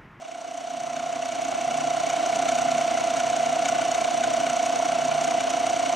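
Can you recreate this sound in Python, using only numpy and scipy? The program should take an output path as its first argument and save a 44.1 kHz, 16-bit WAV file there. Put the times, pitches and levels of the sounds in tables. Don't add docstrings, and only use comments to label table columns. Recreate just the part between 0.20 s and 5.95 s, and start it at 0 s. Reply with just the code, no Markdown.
import sys
import numpy as np
from scipy import signal
from scipy.fft import irfft, next_fast_len
from scipy.io import wavfile
from scipy.ndimage import uniform_filter1d

SR = 44100
rng = np.random.default_rng(int(sys.argv[2]) if len(sys.argv) > 2 else 0)


def rack_gain(trim_db):
    fader = np.asarray(trim_db, float)
    return 10 ** (fader / 20)


def pcm_store(signal):
    levels = np.round(np.clip(np.atleast_2d(signal), -1, 1) * 32767)
    wavfile.write(sys.argv[1], SR, levels.astype(np.int16).T)


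N = 253655
SIZE = next_fast_len(N)
HZ = np.maximum(np.arange(SIZE // 2 + 1) * SR / SIZE, 1)
T = np.arange(N) / SR
SIDE = np.array([[1], [-1]])

TURN_HZ, TURN_START_S = 30.84, 0.005
LOCK_HZ, HEAD_HZ, HEAD_WIDTH_HZ = 673.09, 690, 55
WOBBLE_HZ, WOBBLE_START_S, WOBBLE_BITE_DB, WOBBLE_HARD_S = 10.82, 0.091, 1.3, 0.026
EXIT_SHARE, EXIT_LENGTH = 0.767, 0.057
SWELL_FROM, SWELL_S = 0.17, 2.17
CHATTER_DB, SCRAPE_DB, RUMBLE_DB = -24, -8.5, -14.5
SAG_DB_PER_S = 0.17
THROB_HZ, THROB_CREST_S, THROB_CHATTER_DB, THROB_RUMBLE_DB = 1.18, 3.29, 0.5, -0.2

# share of the turn/0-1, relative level/dB
CHATTER_TURN = [(0, -18.5), (.12, -10), (.3, -11.5), (.45, -2), (.62, 0.5), (.72, 0.5), (.84, -2),
                (.93, -12), (1, -33)]
TEAR_TURN = [(0, 0), (.2, .35), (.36, .7), (.46, 1), (.53, .9), (.64, .2), (1, 0)]
# t/s, extra in the middle/dB, extra in the treble/dB
HARD_BITES = [(0.766, 5, 1), (1.901, 3, 4.5), (2.29, 7, 4.5), (2.387, 5, 3.5), (3.003, 4, 3),
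              (3.457, 7.5, 5), (3.49, 2.5, 5.5), (3.749, 5, 3.5), (4.041, 6.5, 3.5), (4.3, 3, 4),
              (5.046, 3.5, 4.6), (5.208, 3, 4), (5.305, 0, 5)]
# f/Hz, width/Hz, level over the broad scrape/dB, swell with the tear/dB,
# knock as the edge leaves/dB
BLOCK_MODES = [(1025, 192, 5, -4, 10), (1349, 54, 8.5, 12, -7), (1482, 51, 9.5, 13.5, 0),
               (2033, 17, -3.5, -19.5, 15), (2258, 86, 8, 13.5, 3), (2678, 114, 4.5, 8.5, -11),
               (2938, 97, 8.5, 7, -4), (3686, 124, -0.5, 17, -17), (4404, 170, 3.5, 7, 5),
               (5920, 365, 10.5, 10.5, 9), (6686, 130, 6.5, 21.5, -14), (7240, 340, 1, 15.5, -9),
               (8140, 370, 1, 13, -1)]
# f/Hz, relative level per Hz/dB
SCRAPE_SPECTRUM = [(300, -17.5), (600, -1), (1000, -3.5), (1800, -5), (3200, -4.5), (4900, -11),
                   (7000, -9.5), (9000, -13.5), (10700, -21), (11700, -28.5), (13100, -35), (14100, -20),
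                   (14800, -39), (15700, -44)]
# f/Hz, relative level per Hz/dB
RUMBLE_SPECTRUM = [(14, -60), (24, -19), (91, -20), (135, -10.5), (188, -12), (264, -1.5), (327, -5.5),
                   (406, -11.5), (477, -9), (553, -9), (600, -1.5), (780, -22), (1320, -120)]
# f/Hz, width/Hz, level over the rumble/dB
CASING_MODES = [(117, 4.9, 9), (269.6, 15, 8), (313, 11, 4.5), (323.2, 7.1, 7.5), (460, 4.8, 1.5),
                (495.5, 25, 7)]
GEAR_HZ = 796.44, 1366.2, 2039
# level against the chatter/dB, waver/dB, left minus right/dB
GEAR_LEVELS = [(-26, 2, -16), (-28, 0.5, -10), (-30.5, 1, 2)]
MOTOR_HZ = 150.6, 241.5
# level against the chatter/dB, throb depth/dB, random waver/dB
MOTOR_LEVELS = [(-31, 4.5, 1.5), (-25.5, 3, 1.5)]
# f/Hz, lead of the left/rad, share heard differently/0-1
PORTS = [(40, 0, .26), (150, 0, .2), (340, .55, .3), (600, -.4, .4), (1400, .1, .33), (2000, 0, .14),
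         (2500, 0, .05), (7500, 0, .02), (8300, -.3, .2), (8900, .3, .05), (10500, 3.14, .05),
         (12000, 6.2, .03), (13900, 9.42, .05), (15300, 12.5, .1)]


def chatter(turn, share, extra_db):
    turns = turn.max() + 1
    since_middle_s = (share - 0.5) / TURN_HZ
    phase = 2 * np.pi * (LOCK_HZ * (T - since_middle_s) + HEAD_HZ * since_middle_s)

    wobble = 0.5 * np.exp(-2j * np.pi * WOBBLE_HZ * (T - WOBBLE_START_S))
    shared_tear, own_tear = [walk(50) + 1j * walk(50) for _ in range(2)]
    tearing = 0.58 * shared_tear + 0.24 * SIDE * own_tear
    pull = 1 + (0.2 + 1.17 * share) * (wobble + tearing)
    pull = pull / np.sqrt(abs(pull) ** 2 + 0.052)

    bite_db = 0.11 * rng.standard_normal(turns)[turn] - 0.33 * extra_db[1]
    sharpness = np.exp(0.056 * rng.standard_normal(turns)[turn])
    bite_db += 4.3 * (sharpness - 1)
    shape_db = np.interp(share, *np.transpose(CHATTER_TURN))
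    size = uniform_filter1d(rack_gain(sharpness * shape_db + bite_db), size=60)

    ring = rack_gain(-1.2 * SIDE) * np.real(size * pull * np.exp(1j * (phase - 0.33 * SIDE)))
    shake = (size + 0.32) * ports(abs(hump(747, HEAD_WIDTH_HZ)) ** 2)
    return level(level(ring, 0) + level(shake, -13), 0)


def scrape(turn, share, extra_db):
    turns = turn.max() + 1
    tear = np.interp(share, *np.transpose(TEAR_TURN))
    leave = np.exp(-((share - EXIT_SHARE) / EXIT_LENGTH) ** 2)

    burst = tear ** 0.53
    mid_db = burst * extra_db[0] + 1.2 * walk(300)
    top_db = burst * extra_db[1] + 1.1 * walk(300)

    broad = rack_gain(along(SCRAPE_SPECTRUM))
    treble = 1 / (1 + (5000 / HZ) ** 8)
    out = rack_gain(2.85 * tear + 0.47 * mid_db) * ports(broad * np.sqrt(1 - treble))
    out += rack_gain(7.3 * (tear - 0.5) + 1.1 * leave + top_db) * ports(broad * np.sqrt(treble))

    for hz, width_hz, db, swell_db, knock_db in BLOCK_MODES:
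        chance_db = tear * rng.standard_normal(turns)[turn]
        gate_db = db + swell_db * (tear - 0.5) + knock_db * leave + chance_db
        gate_db += swell_db / 12.4 * (top_db if hz > 5000 else mid_db)
        out += rack_gain(gate_db) * ringing(hz, width_hz, broad)
    return level(out, 0)


def gears():
    tones = 0
    for hz, (db, waver_db, pan_db) in zip(GEAR_HZ, GEAR_LEVELS):
        tones = tones + tone(hz, db + waver_db * walk(3.14) + SIDE * pan_db / 2)
    return tones


def drive(share):
    nudge_db = np.cos(2 * np.pi * (share - 0.7))
    level_db = nudge_db + 0.43 * walk(5.6) + 0.65 * SIDE
    rumble = ports(rack_gain(along(RUMBLE_SPECTRUM)) * resonances(CASING_MODES))
    return level(rack_gain(level_db) * rumble, 0)


def motor(throb):
    lines = 0
    for hz, (db, throb_db, waver_db) in zip(MOTOR_HZ, MOTOR_LEVELS):
        lines = lines + tone(hz, db + throb_db * throb + waver_db * walk(4.0))
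    return lines


def hardness(count):
    bite_s = TURN_START_S + (np.arange(count)[:, None] + 0.46) / TURN_HZ
    extra_db = WOBBLE_BITE_DB * np.cos(2 * np.pi * WOBBLE_HZ * (bite_s - WOBBLE_HARD_S)) - 0.4
    extra_db = extra_db + 0.75 * rng.standard_normal((count, 1))
    extra_db = extra_db + 0.26 * rng.standard_normal((count, 2))
    for s, *hard_db in HARD_BITES:
        extra_db[int((s - TURN_START_S) * TURN_HZ)] = hard_db
    return extra_db.T


def ringing(hz, width_hz, colour, even=0.19):
    skirt = np.sqrt(1 + ((HZ - hz) / (2.5 * width_hz)) ** 4)
    noise = ports(colour * hump(hz, width_hz) / skirt)
    power = uniform_filter1d(np.mean(noise ** 2, axis=0), size=int(SR / (2 * width_hz)) + 8)
    return noise * (power / power.mean() + 0.062) ** (-even / 2)


def tone(hz, db):
    return rack_gain(db) * np.sqrt(2) * np.sin(2 * np.pi * hz * T + 0.61 * walk(4.08))


def ports(colour):
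    shape = (2, len(HZ))
    shared, own = np.exp(2j * np.pi * rng.random(shape)) * rng.rayleigh(size=shape)
    lead = np.exp(1j * SIDE * along(PORTS) / 2)
    spectrum = shared * lead + SIDE * along(PORTS, column=2) * own
    return irfft(spectrum * colour, SIZE)[:, :N]


def hump(hz, width_hz):
    return 1 / (1 + 2j * (HZ - hz) / width_hz)


def resonances(modes):
    power = 1
    for hz, width_hz, db in modes:
        power = power + (rack_gain(2 * db) - 1) * abs(hump(hz, width_hz)) ** 2
    return np.sqrt(power)


def along(table, column=1):
    table = np.array(table)
    return np.interp(np.log(HZ), np.log(table[:, 0]), table[:, column])


def walk(rate):
    hold = int(SR / rate)
    steps = np.repeat(rng.standard_normal(N // hold + 1), hold)
    return 1.3 * uniform_filter1d(uniform_filter1d(steps, hold), hold)[:N]


def level(x, db):
    return x * rack_gain(db) / np.sqrt(np.mean(x ** 2))


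def scene():
    swell = np.minimum(SWELL_FROM + (1 - SWELL_FROM) * T / SWELL_S, 1)
    throb = np.cos(2 * np.pi * THROB_HZ * (T - THROB_CREST_S))

    turns = (T - TURN_START_S) * TURN_HZ + 1
    turn, share = turns.astype(int) - 1, turns % 1
    extra_db = hardness(count=turn.max() + 1)[:, turn]

    ring_db = THROB_CHATTER_DB * throb - SAG_DB_PER_S * np.maximum(T - SWELL_S, 0)
    ring = rack_gain(ring_db) * (chatter(turn, share, extra_db) + gears())
    chip = rack_gain(SCRAPE_DB) * scrape(turn, share, extra_db)
    rumble = rack_gain(RUMBLE_DB + THROB_RUMBLE_DB * throb) * drive(share)
    return rack_gain(CHATTER_DB) * swell * (ring + chip + rumble + motor(throb))


def low_pass(x):
    return signal.sosfilt(signal.butter(12, 15990, fs=SR, output="sos"), x)


def record(dry):
    bass_cut = signal.butter(2, 48, "high", fs=SR, output="sos")
    mix = signal.sosfilt(bass_cut, dry)
    return low_pass(mix)


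dry = scene()
out = record(dry)
pcm_store(out)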